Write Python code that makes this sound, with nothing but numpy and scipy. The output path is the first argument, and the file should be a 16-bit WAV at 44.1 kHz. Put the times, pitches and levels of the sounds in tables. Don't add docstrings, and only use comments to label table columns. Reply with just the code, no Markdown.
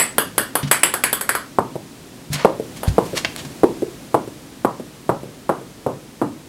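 import sys
import numpy as np
from scipy import signal
from scipy.fft import rfft, irfft, next_fast_len
from scipy.io import wavfile
from scipy.ndimage import uniform_filter1d

SR = 44100
rng = np.random.default_rng(int(sys.argv[2]) if len(sys.argv) > 2 else 0)


def log_audio(samples):
    frames = np.atleast_2d(samples).T
    limited = np.clip(frames, -1, 1)
    pcm = np.round(limited * 32767).astype(np.int16)
    wavfile.write(sys.argv[1], SR, pcm)


N = 285768
SIZE = 16384
HZ = np.fft.rfftfreq(SIZE, 1 / SR)
T = np.arange(SIZE) / SR

# pitch_hz, half_width_hz, spot_0_db, spot_half_db, spot_1_db
LEDGE_TONES = [(272, 270, 1, -5.5, -2), (520, 120, -5, -9.5, -10), (1050, 300, -4, -4.5, -1.5),
               (1580, 215, -3, -5, -21), (2055, 560, -23, -3, 2.5), (2920, 140, -9.5, -30, -7),
               (3320, 240, -6.5, -13, -14), (4580, 390, -14, -8.5, -13), (5350, 280, -29, -19, -12.5),
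               (6700, 390, -20.5, -11.5, -43)]
# pitch_hz, half_width_hz, spot_0_db, spot_half_db, spot_1_db
SHELL_TONES = [(7670, 190, -13, -10, 3), (8070, 125, -7, 1, 11), (8650, 170, -17, -16, -36),
               (9390, 135, 4, -13, -26), (9640, 75, -8, -7, 2), (9970, 110, -24, 4, 10),
               (10470, 130, 1, -11, -14), (10990, 90, 1, -8, -30), (11230, 125, -2, 1, -30),
               (11970, 125, 1, -3, 3), (12560, 140, -5, -18, -6), (12950, 170, -13, -16, -37),
               (13600, 210, -10, -17, -18), (14800, 400, -15, -18, -31)]
# start_s, level_db, spot (0 to 1), shell_db, pock_hz, pock_db
HARD_HITS = [(-.008, -4.5, 1, 2, 2420, -8), (0.1825, -9.5, 0, -1.5, 1500, -11),
             (0.3803, -10.5, 0.09, -1, 1810, -16), (.554, -12.5, 0.07, -1, 900, -2),
             (.713, -7, 0.56, 1, 1270, -13), (.8333, -6, 0.8, 1, 2780, -3.5),
             (0.9395, -15.5, 0.3, .5, 1100, -5), (1.0378, -11, 0.51, 2.5, 2400, -3),
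             (1.1293, -13.5, .14, 3.5, 3460, -11), (1.211, -19.5, 0.36, 4, 1400, -28),
             (1.292, -12, .55, 3, 1550, 7), (1.3513, -16.5, 0.22, -2, 1350, 4.5),
             (2.833, -22, .1, -3, 646, 11)]
def ledge_clicks(pock_width_hz=300, contrast=1.04, treble_db_per_octave=2):
    track = np.zeros(N)
    for start_s, level_db, spot, shell_db, pock_hz, pock_db in HARD_HITS:
        knock = struck_tones(LEDGE_TONES, spot) + amp(pock_db) * resonance(pock_hz, pock_width_hz)
        shell = struck_tones(SHELL_TONES, spot) ** contrast
        octaves_up = np.log2((HZ + 1) / SHELL_TONES[0][0])
        shell *= amp(shell_db + treble_db_per_octave * octaves_up)
        gain = (knock + shell) * bass_loss(hz=165)
        path = stairwell_echo(walls_db=6, walls_s=.0048, room_db=-3.5, count=24)
        add(track, start_s, amp(level_db) * impact(gain, path))
    return track


# pitch_hz, fade_s
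ECHO_FADES = [(100, 0.68), (260, 0.35), (700, 0.27), (1800, 0.3), (5000, 0.31), (9000, 0.23), (14000, 0.14)]
def stairwell_echo(walls_db, walls_s, room_db, count=14):
    path = np.zeros(SIZE)
    delay = (np.arange(count) + 1 + rng.random(count)) / count
    echoes = rng.choice([-1, 1], count) * np.exp(-delay / 2)
    np.add.at(path, (delay * walls_s * SR).astype(int), amp(walls_db) * echoes / np.linalg.norm(echoes))
    path[0] += 1
    hz, t, noise = signal.stft(rng.standard_normal(SIZE), SR, nperseg=256)
    fade = amp(-60 * t / read_curve(ECHO_FADES, hz)[:, None])
    tail = signal.istft(noise * fade, nperseg=256)[1][:SIZE]
    tail *= 1 - np.exp(-(T / 0.0014) ** 2)
    return path / np.linalg.norm(path) + amp(room_db) * tail / np.linalg.norm(tail)


# pitch_hz, relative_db
AIR_COLOUR = [(15, -50), (30, -15), (55, -7.5), (90, -8), (130, 0.5), (200, -2), (270, 0.5), (400, -7),
              (750, -13.5), (1300, -18), (3800, -21), (9000, -24), (13000, -29), (15800, -33)]
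# time_s, level_db
AIR_LEVELS = [(0.0, -38.5), (2.4, -40), (3.0, -33.5), (4.4, -39.5), (6.48, -41.5)]
def room_tone():
    air = filtered(rng.standard_normal(N), lambda hz: amp(read_curve(AIR_COLOUR, hz)))
    level_db = np.interp(np.arange(N) / SR, *np.transpose(AIR_LEVELS))
    return air / rms(air) * amp(level_db)


# peak_s, level_db, fade_s, pitch_hz, width_octaves
SOLE_RUBS = [(.629, -27.5, 0.11, 2800, .8), (2.332, -17, 0.03, 8000, 1.5), (3.248, -12.5, 0.04, 2420, .7),
             (3.363, -16, 0.0047, 2220, 1.7), (3.45, -32, .07, 2900, 1.3)]
def sole_scuffs(rise_s=.0007):
    return friction([(s, db, rise_s, fade_s, hz, octaves) for s, db, fade_s, hz, octaves in SOLE_RUBS])


# pitch_hz, relative_db, fade_s
FLOOR_TONES = [(64.6, -6, 0.18), (94, 1.5, 0.092), (143.4, 2.5, 0.2), (191.5, -8.5, 0.22),
               (256, -3.5, 0.16)]
# start_s, level_db, pitch_hz
THUMPS = [(.632, -19.5, 191), (0.668, -31.5, 170), (2.302, -23, 136), (2.342, -24.5, 169),
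          (2.878, -10.5, 72), (3.449, -32, 226)]
def low_thumps(rise_s=0.0021, spread_octaves=0.54, bass_cut_hz=50):
    track = np.zeros(N)
    for start_s, level_db, pitch_hz in THUMPS:
        boom = np.zeros(SIZE)
        for hz, db, fade_s in FLOOR_TONES:
            strength = hump(hz, pitch_hz, spread_octaves) * amp(db - 60 * T / fade_s)
            boom += strength * np.sin(2 * np.pi * hz * T)
        boom *= 1 - np.exp(-T / rise_s)
        add(track, start_s, -amp(level_db) * boom / rms(boom[:SR // 50]))
    return signal.sosfilt(signal.butter(2, bass_cut_hz, "high", fs=SR, output="sos"), track)


# peak_s, level_db, rise_s, pitch_hz
CLOTH_RUBS = [(.681, -32.5, .01, 2500), (2.347, -23.5, 0.021, 3220), (2.415, -28.5, 0.063, 1400),
              (2.776, -36, 0.015, 3660), (2.886, -30.5, 0.012, 3530), (3.065, -37.5, 0.014, 4800),
              (3.179, -20, 0.019, 2880), (3.396, -31.5, 0.022, 2770)]
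def clothes_swishes(fade_per_rise=5.5, octaves=1.21):
    return friction([(s, db, rise_s, fade_per_rise * rise_s, hz, octaves)
                     for s, db, rise_s, hz in CLOTH_RUBS])


# pitch_hz, relative_db
CARPET_COLOUR = [(30, -53), (60, -33), (120, -5), (220, -1.5), (330, 4.5), (600, 2.5), (1000, 1.5),
                 (2000, -1.5), (3500, -5.5), (5500, -12), (15000, -35)]
# time_s, distance_m
BALL_DISTANCES = [(1.5, 1.14), (4.6, 1.38), (6.2, 2.64)]
# start_s, level_db, cutoff_hz, stair_hz, stair_db, boom_db, hop_s
STAIR_LANDINGS = [(1.5861, -8, 1230, 970, -2.5, 1, 0.17), (2.4481, -2.5, 1130, 525, 4.5, -0.5, 0.15),
                  (2.982, -6, 1100, 510, 4, 2, 0.15), (3.6342, -4.5, 970, 369, 11, -19, .188),
                  (4.144, -7.5, 1080, 940, -9, -12, .132), (4.6484, -9, 1200, 241, -1, -19, 0.15),
                  (5.093, -10, 1220, 540, -6.5, 4, .14), (5.4931, -11, 1270, 590, -8, -4, 0.12),
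                  (5.864, -14.5, 1060, 510, 4.5, 8.5, 0.1), (6.216, -13, 1200, 274, 8.5, 0.5, .11)]
def stair_taps(sharpness=4.5, boom_hz=145, boom_width_hz=45, fibres_db=-25, shell_db=-25):
    track = np.zeros(N)
    for start_s, level_db, cutoff_hz, stair_hz, stair_db, boom_db, hop_s in STAIR_LANDINGS:
        ring = amp(stair_db) * resonance(stair_hz, stair_hz / sharpness)
        thud = amp(read_curve(CARPET_COLOUR, HZ)) * (1 + ring)
        boom = amp(boom_db) * resonance(boom_hz, boom_width_hz) * bass_loss(hz=60)
        distance_m = np.interp(start_s, *np.transpose(BALL_DISTANCES))
        room_db = -11 + 20 * np.log10(distance_m)
        second_db = -16.5 + 16.5 * np.log2(hop_s / .15)
        for delay_s, force_db in (0, 0), (hop_s, second_db):
            dull_hz = cutoff_hz * 2 ** (force_db / 16.5)
            contact = 1 / np.sqrt(1 + (HZ / dull_hz) ** 12) + amp(fibres_db)
            gain = contact * (thud + boom) + amp(shell_db) * struck_tones(SHELL_TONES, spot=0.34)
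            path = stairwell_echo(walls_db=3, walls_s=.009, room_db=room_db)
            add(track, start_s + delay_s, amp(level_db + force_db) * impact(gain, path))
    return track


def friction(strokes, body_db=-5, body_hz=646, grain_db=2, broad_db=-36, dull_hz=13000):
    track = np.zeros(N)
    lead_s = SIZE // 4 / SR
    t = T - lead_s
    for peak_s, level_db, rise_s, fade_s, pitch_hz, octaves in strokes:
        fibres = uniform_filter1d(rng.standard_normal(SIZE), size=40)
        grains = rng.standard_normal(SIZE) * amp(grain_db * fibres / rms(fibres))
        hiss = filtered(grains, lambda hz: hump(hz, pitch_hz, octaves)
                        + amp(body_db) * hump(hz, body_hz, octaves=0.96) + amp(broad_db))
        swell = np.where(t < 0, np.exp(-(t / rise_s) ** 2), amp(-60 * np.abs(t) / fade_s))
        add(track, peak_s - lead_s, amp(level_db) * swell * hiss / rms(hiss))
    return filtered(track, lambda hz: 1 / np.sqrt(1 + (hz / dull_hz) ** 8))


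def impact(gain, path):
    echoes = rfft(path)
    echo_colour = np.sqrt(np.abs(uniform_filter1d(np.abs(echoes) ** 2, size=80)) + 1e-9)
    colour = np.maximum(gain / echo_colour, 1e-6)
    cepstrum = irfft(np.log(colour))
    cepstrum[1:SIZE // 2] *= 2
    cepstrum[SIZE // 2 + 1:] = 0
    sound = irfft(np.exp(rfft(cepstrum)) * echoes)
    return sound / rms(sound[:SR // 100])


def struck_tones(table, spot, scatter_db=1.23):
    return sum(amp(np.interp(spot, [0, .5, 1], levels) + rng.normal(0, scatter_db)) * resonance(hz, width)
               for hz, width, *levels in table)


def resonance(hz, half_width_hz):
    return 1 / (1 + ((HZ - hz) / half_width_hz) ** 2)


def bass_loss(hz):
    return HZ ** 2 / (HZ ** 2 + hz ** 2)


def hump(hz, centre_hz, octaves):
    return np.exp(-(np.log2((hz + 1) / centre_hz) / octaves) ** 2 / 2)


def amp(db):
    return 10 ** (np.asarray(db) / 20)


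def rms(x):
    return np.sqrt(np.mean(x ** 2) + 1e-20)


def read_curve(points, hz):
    pitches, values = np.transpose(points)
    return np.interp(np.log(hz + 1), np.log(pitches), values)


def add(track, start_s, sound):
    start = round(start_s * SR)
    part = sound[max(0, -start):N - start]
    track[max(0, start):][:len(part)] += part


def filtered(x, gain):
    size = next_fast_len(len(x) + 8192)
    return irfft(rfft(x, size) * gain(np.fft.rfftfreq(size, 1 / SR)), size)[:len(x)]


def scene():
    ball = ledge_clicks() + stair_taps()
    thumps = low_thumps()
    rubs = clothes_swishes() + sole_scuffs()
    close_path = stairwell_echo(walls_db=-14.5, walls_s=0.0041, room_db=-11)
    rubs = signal.fftconvolve(rubs, close_path)[:N]
    return (ball + thumps + rubs + room_tone())[None]


def record(dry, top_hz=15900):
    return filtered(np.clip(dry[0], -1, 1), lambda hz: hz < top_hz)[None]


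dry = scene()
out = record(dry)
log_audio(out)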